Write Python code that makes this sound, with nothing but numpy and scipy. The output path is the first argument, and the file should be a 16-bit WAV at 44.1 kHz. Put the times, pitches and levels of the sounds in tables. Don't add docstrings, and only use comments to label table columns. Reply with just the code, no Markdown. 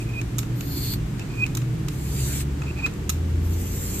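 import sys
import numpy as np
from scipy import signal
from scipy.fft import rfft, irfft, next_fast_len
from scipy.io import wavfile
from scipy.ndimage import uniform_filter1d, map_coordinates

SR = 44100
rng = np.random.default_rng(int(sys.argv[2]) if len(sys.argv) > 2 else 0)


def unload_audio(sound):
    columns = np.transpose(np.atleast_2d(sound))
    steps = np.round(np.clip(columns, -1, 1) * 32767)
    wavfile.write(sys.argv[1], SR, steps.astype(np.int16))


N = 176400
PIVOT_PAN_DB, PIVOT_LEAD_MS = -4.5, 0.1


def amp(db):
    return 10 ** (np.asarray(db) / 20)


def unit(x):
    return x / np.sqrt(np.mean(x ** 2) + 1e-20)


def clock():
    return np.arange(N) / SR


def along(points, hz):
    f, values = np.transpose(points)
    return np.interp(np.log(hz + 1), np.log(f + 1), values)


def bell(hz, centre_hz, half_width_hz):
    return 1 / (1 + ((hz - centre_hz) / half_width_hz) ** 2)


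def gate(t, start_s, end_s, edge_s):
    return np.clip(np.minimum(t - start_s, end_s - t) / edge_s + .5, 0, 1)


def wobble(knots_per_s):
    return map_coordinates(rng.standard_normal(N // 20), [clock() * knots_per_s], mode="mirror")


def tone(hz):
    return np.sqrt(2) * np.sin(2 * np.pi * (np.cumsum(hz) / SR + rng.random()))


def filtered(x, response):
    n = x.shape[-1]
    size = next_fast_len(n + 8192)
    return irfft(rfft(x, size) * response(np.fft.rfftfreq(size, 1 / SR)), size)[..., :n]


def rush(gain, coherence):
    def mid_side(hz):
        angle = np.arccos(np.clip(along(coherence, hz), -1, 1)) / 2
        return gain(hz) * np.array([np.cos(angle), np.sin(angle)])
    mid, side = filtered(rng.standard_normal((2, N)), mid_side)
    return unit(np.array([mid + side, mid - side]))


def placed(x, pan_db, lead_ms=0):
    half = np.array([[.5], [-.5]])
    return filtered(x, lambda hz: amp(half * pan_db) * np.exp(2j * np.pi * hz * half * lead_ms / 1000))


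def eddies(x, depth_db):
    bands = signal.stft(x, nperseg=512)[2]
    field = uniform_filter1d(rng.standard_normal(bands.shape[1:]), size=6, axis=0)
    field = uniform_filter1d(field, size=12, axis=1)
    return unit(signal.istft(bands * amp(depth_db * unit(field)), nperseg=512)[1][:, :N])


def hose_hiss():
    # sizzle/dB, left lead/ms
    strokes = [(-.4, -.1, 0.038, -49.5, 10, 4580, -13, 300, -17, 0.1),
               (0.533, 0.878, 0.94, -37.5, 17, 4390, 1, 270, 2, 0.066),
               (1.858, 2.264, 2.415, -33, 20.5, 7450, -13.5, 278, -11.5, 0.086),
               (3.393, 3.864, 4.25, -37, 15.5, 7274, -7, 304, -3.5, 0.079)]
    air_spectrum = [(300, 8), (800, -10), (1250, -9.5), (2500, -0.5), (3500, -1), (4600, -0.5),
                    (5500, -0.5), (6500, 0.5), (7800, 0.5), (9000, 0.5), (10300, 1.5), (12800, -1),
                    (14200, 0.5)]
    air_coherence = [(1000, .1), (2500, 1), (4000, 0.19), (4900, 0.51), (5400, 1), (5900, 0.11),
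                     (6700, 0.14), (9000, .1), (14000, 0.084)]
    nozzle_modes = [(11300, 190, -10), (12200, 420, -2.5), (13170, 230, -1), (13750, 210, 1)]  # f/Hz, half width/Hz, level/dB
    open_s, fall_20db_s, flutter_db = 0.059, 0.028, 1.3
    jet_swell, sizzle_swell = 1.38, 0.68
    t, out = clock(), np.zeros((2, N))
    for start, full, end, db, swell_db, jet_hz, jet_db, width_hz, sizzle_db, lead_ms in strokes:
        slack_db = swell_db * np.clip((full - t) / (full - start), 0, 1) ** 1.15
        shut_db = 20 * np.maximum(t - end, 0) / fall_20db_s
        flow = amp(db + flutter_db * wobble(40) - shut_db) * np.clip((t - start) / open_s, 0, 1)
        air = eddies(rush(lambda hz: amp(along(air_spectrum, hz)), air_coherence), depth_db=3.2)

        def jet_gain(hz):
            core = bell(hz, jet_hz, 130)
            lower_partner = bell(hz, 0.793 * jet_hz, width_hz / 2.3)
            return bell(hz, jet_hz, width_hz) + amp(-10) * (core + lower_partner)
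        jet = rush(jet_gain, [(4500, 0.3), (7000, 0.61)])
        sizzle = rush(lambda hz: sum(amp(d) * bell(hz, f, w) for f, w, d in nozzle_modes),
                      [(12000, .35)])
        stream = amp(-slack_db) * air + amp(jet_db - jet_swell * slack_db) * jet
        stream += amp(sizzle_db - sizzle_swell * slack_db) * placed(sizzle, pan_db=-1)
        out += placed(flow * stream, 0, lead_ms)
    return out


def pivot_squeaks():
    # start/s, peak/s, end/s, level/dB, growth/dB, f/Hz, roughness/0-1
    squeaks = [(0, .005, .03, -42, 2, 2530, .7), (.065, .1, .128, -46, 5, 2480, .7),
               (.133, .14, .147, -35, 6, 2480, .2), (.151, .192, .205, -30.5, 9, 2480, .1),
               (1.197, 1.218, 1.232, -41, 6, 2600, .6), (1.29, 1.34, 1.372, -45, 6, 2470, .6),
               (1.372, 1.44, 1.443, -15.5, 27, 2500, .06), (1.443, 1.444, 1.447, -28, 2, 2900, .4),
               (1.451, 1.455, 1.461, -35, 2, 2560, .7), (2.62, 2.622, 2.629, -37, 3, 2480, .6),
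               (2.66, 2.699, 2.713, -40.5, 10, 2550, .85), (2.755, 2.79, 2.815, -38.5, 13, 2490, .75),
               (2.824, 2.85, 2.862, -18.5, 20, 2506, .08)]
    harmonics = [(1, -3), (2, -55), (3, -47)]  # multiple, level/dB
    rasp_spectrum = [(2000, -2), (3300, -4), (4500, 3), (5600, -3), (6700, -15.5), (7500, -0.5),
                     (8500, -15), (11000, -14), (12800, -1), (14300, -4)]
    fade_db, hz_per_db, waver_hz, rasp_db = 4.5, 1.5, 12.9, -39.5
    t, out, grip = clock(), np.zeros(N), np.zeros(N)
    for start, peak, end, db, growth_db, hz, rough in squeaks:
        swing_db = np.interp(t, [start, peak, end], [-growth_db, 0, -fade_db])
        level = amp(db + swing_db + wobble(120))
        sliding = gate(t, start, end, edge_s=0.002)
        bend_hz = 70 * np.exp(np.minimum(t - end, 0) / .004)
        pitch_hz = hz + hz_per_db * swing_db + bend_hz + waver_hz * wobble(90)
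        note = sum(amp(d) * tone(k * pitch_hz) for k, d in harmonics)
        scrape = sum(wobble(380) * tone(pitch_hz) for _ in range(2)) / np.sqrt(2)
        out += level * sliding * (np.sqrt(1 - rough ** 2) * note + rough * scrape)
        grip += sliding * level ** 0.41
    rasp_level = amp(rasp_db + 3.8 * wobble(250)) * grip
    rasp = rasp_level * rush(lambda hz: amp(along(rasp_spectrum, hz)), [(2500, 0.36)])
    return placed(out + rasp, PIVOT_PAN_DB, PIVOT_LEAD_MS)


def frame_clicks():
    clicks = [(0.2142, -37.5, -2), (0.3838, -20.5, 7), (0.389, -20.5, 5.5), (0.43, -40.5, -4),
              (0.6079, -33.5, 0), (0.936, -38, -3.5), (1.1945, -38, -1), (1.3543, -48, 5), (1.464, -35, 0),
              (1.5506, -25, 6.5), (1.571, -23, 7.5), (1.5738, -34.5, -0.5), (1.6178, -41, -3),
              (1.884, -30, 1), (2.405, -40.5, -7), (2.6186, -38, -8.5), (2.863, -29.5, -4),
              (2.871, -41, -1), (2.9117, -48, 6), (2.9372, -41, 7), (3.0938, -18, 5), (3.0961, -25, 13),
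              (3.1, -18, 6.5), (3.3562, -48, -9)]
    spectrum = [(300, 0), (800, -10), (1350, 2.5), (1900, -0.5), (2700, 7), (3300, -4), (3950, 5.5),
                (4700, -5), (5400, 1.5), (6000, -6), (7000, -4), (8300, -8.5), (10500, -11), (14000, -1.5)]
    modes = [(1284, 0.5, 0.021), (2550, -8, 0.022), (3390, -4, 0.029), (3785, -1.5, 0.036),
             (5660, -12, 0.044), (6460, 6.5, 0.015), (7200, 6.5, 0.017), (8000, -21, 0.015),
             (10070, -4.5, .02)]
    hold_s, snap_t60_s, tail_db, tail_t60_s, ring_db = 0.0029, 0.014, -13.5, 0.19, -14
    out, t = np.zeros((2, N + SR)), np.arange(SR // 6) / SR
    decay = amp(-60 * np.maximum(t - hold_s, 0) / snap_t60_s) + amp(tail_db - 60 * t / tail_t60_s)
    for start_s, db, tilt_db in clicks:
        def colour(hz):
            return amp(along(spectrum, hz) + tilt_db * np.log2(np.maximum(hz, 1000)))
        clatter = unit(filtered(rng.standard_normal((2, len(t))), colour))
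        ring = sum(amp(mode_db + rng.normal(0, 1) - 60 * t / t60_s)
                   * np.sin(2 * np.pi * (hz * t + rng.random((2, 1)))) for hz, mode_db, t60_s in modes)
        i = round(start_s * SR)
        out[:, i:i + len(t)] += amp(db) * (clatter * decay + amp(ring_db) * ring)
    return placed(out[:, :N], pan_db=-2.5)


def pivot_rubbing():
    rubs = [(0, 0.226, -62), (.42, 0.566, -60), (1.17, 1.506, -52), (2.584, 2.756, -51),
            (2.777, 2.883, -45.5)]
    spectrum = [(1000, 8), (2150, 1.5), (2520, 3), (2950, -5), (3600, -5), (4500, 2.5), (5300, -11),
                (6800, -8), (7500, -3), (8400, -26), (13000, -21)]
    level = sum(amp(db) * gate(clock(), start, end, edge_s=0.018) for start, end, db in rubs)
    grain = amp(2.5 * wobble(130))
    friction = rush(lambda hz: amp(along(spectrum, hz)), [(2500, 0.25)])
    return placed(level * grain * friction, PIVOT_PAN_DB, PIVOT_LEAD_MS)


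def room_tail(x):
    decay_times = [(300, 0.22), (2500, 0.37), (8000, 0.22), (14000, 0.24)]  # f/Hz, T60/s
    hz, t, bands = signal.stft(rng.standard_normal((2, SR // 2)), SR, nperseg=256)
    tail = signal.istft(bands * amp(-60 * t / along(decay_times, hz)[:, None]), SR, nperseg=256)[1]
    return signal.fftconvolve(x.mean(0)[None], tail / np.linalg.norm(tail[0]), axes=1)[:, :N]


def pulling_engine():
    firing = [(1.9, 61.9, -41), (2.051, 65.37, -30.5), (2.551, 71.23, -29), (2.88, 77.04, -38.5),
              (3.15, 81.2, -25.5), (3.38, 83.3, -21), (3.55, 85, -22.5), (3.75, 89.3, -33), (4, 91.7, -36)]
    second_order = [(0, -77), (1.8, -38), (2.15, -31), (2.6, -34), (3, -50), (4, -60)]  # t/s, level/dB
    fade_in_db_per_s = 36
    t = clock()
    times_s, hz, db = np.transpose(firing)
    firing_hz = np.interp(t, times_s, hz)
    first_db = np.interp(t, times_s, db) - fade_in_db_per_s * np.maximum(times_s[0] - t, 0)
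    first = amp(first_db) * tone(firing_hz)
    second_db = np.interp(t, *np.transpose(second_order)) + 1.8 * wobble(8.3)
    return first + amp(second_db) * tone(2 * firing_hz)


def idling_engine():
    orders = [(2, -50.5, -38), (4, -31.5, -43), (5, -44, -39), (6, -59, -46.5), (7, -45, -41),
              (9, -44.5, -47.5), (10, -47.5, -49.5), (11, -46.5, -51.5), (12, -53.5, -50.5),
              (13, -73, -43.5), (15, -59, -51), (16, -62.5, -53), (18, -75.5, -58), (20, -85.5, -59)]
    idle_hz = 29.52 * (1 + 0.01208 * wobble(3))
    return sum(amp(np.linspace(start_db, end_db, N) + 2.8 * wobble(7)) * tone(k * idle_hz)
               for k, start_db, end_db in orders)


def traffic_drone():
    swells = [(0.55, 0.55, 123.7, -2, -32), (0.636, 0.35, 283.5, 5, -37), (1.053, 0.18, 156, 30.5, -32.5),
              (1.596, 0.063, 120, 0.5, -24.5), (1.747, 0.37, 156, 28, -32.5),
              (1.751, 0.25, 318.2, -45, -39), (2.197, 0.23, 119.9, -0.5, -38.5),
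              (2.737, 0.72, 285.7, 0, -43.5), (3.3, 0.17, 321, -1, -48), (3.25, 0.31, 346, 2.5, -43),
              (3.601, 0.52, 195, 10, -45), (3.752, 0.29, 469.5, 23.5, -52.5)]
    t, out = clock(), np.zeros(N)
    for centre_s, half_s, hz, hz_per_s, db in swells:
        level = amp(db + 0.68 * wobble(8.96)) * np.exp(-((t - centre_s) / half_s) ** 2)
        out += level * tone(hz + hz_per_s * (t - centre_s) + 1.54 * wobble(12))
    return out


def traffic_rumble():
    boom_levels = [(0, -38), (.5, -39.5), (.9, -32), (1.1, -37), (1.25, -41), (1.6, -28), (1.9, -32.5),
                   (2.3, -36), (2.8, -38), (4, -50)]
    spectrum = [(18, -26), (30, -6), (54, 0.5), (73, -4), (91, -3), (135, -3), (183, -4), (215, -6),
                (236, -10.5), (285, -5.5), (400, -12.5), (540, -25.5), (900, -32), (1500, -61)]
    coherence = [(60, 1), (140, 0.97), (280, 0.93), (500, 0.12), (900, 0.18)]
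    boom = rush(lambda hz: bell(hz, centre_hz=132.6, half_width_hz=41) ** 2, coherence)
    rumble = rush(lambda hz: amp(along(spectrum, hz)), coherence)
    return amp(np.interp(clock(), *np.transpose(boom_levels))) * boom + amp(-30) * rumble


def room_hush():
    spectrum = [(290, 3), (500, -2.5), (909, -6), (1060, -5.5), (1650, -6.5), (2610, -8), (9930, -21.5),
                (14000, -16.5), (15000, -45)]
    return amp(-44.5) * rush(lambda hz: amp(along(spectrum, hz)), [(500, 0.057), (2000, 0.05)])


def scene():
    frame = frame_clicks()
    pivot = pivot_squeaks() + pivot_rubbing()
    hush = room_hush()
    pump = hose_hiss() + frame + pivot
    reverb = room_tail(amp(-10) * frame + amp(-19) * pivot)
    traffic = pulling_engine() + idling_engine() + traffic_drone() + traffic_rumble()
    return pump + reverb + traffic + hush


def record(dry):
    mic_gains = [(99, -0.5, -1), (307, -6, -2.5), (675, 1.5, -1.5), (1160, 4.5, 2), (4000, 1, 1),
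                 (5440, 2.5, 2), (7700, 4.5, 8.5), (8670, 8, -2), (10300, -2, 1.5), (11700, 1.5, -1),
                 (13500, 0.5, -3.5)]
    top_hz = 14330
    left, right = np.array(mic_gains)[:, [0, 1]], np.array(mic_gains)[:, [0, 2]]
    return filtered(dry, lambda hz: amp([along(left, hz), along(right, hz)]) * (hz < top_hz))


dry = scene()
out = record(dry)
unload_audio(out)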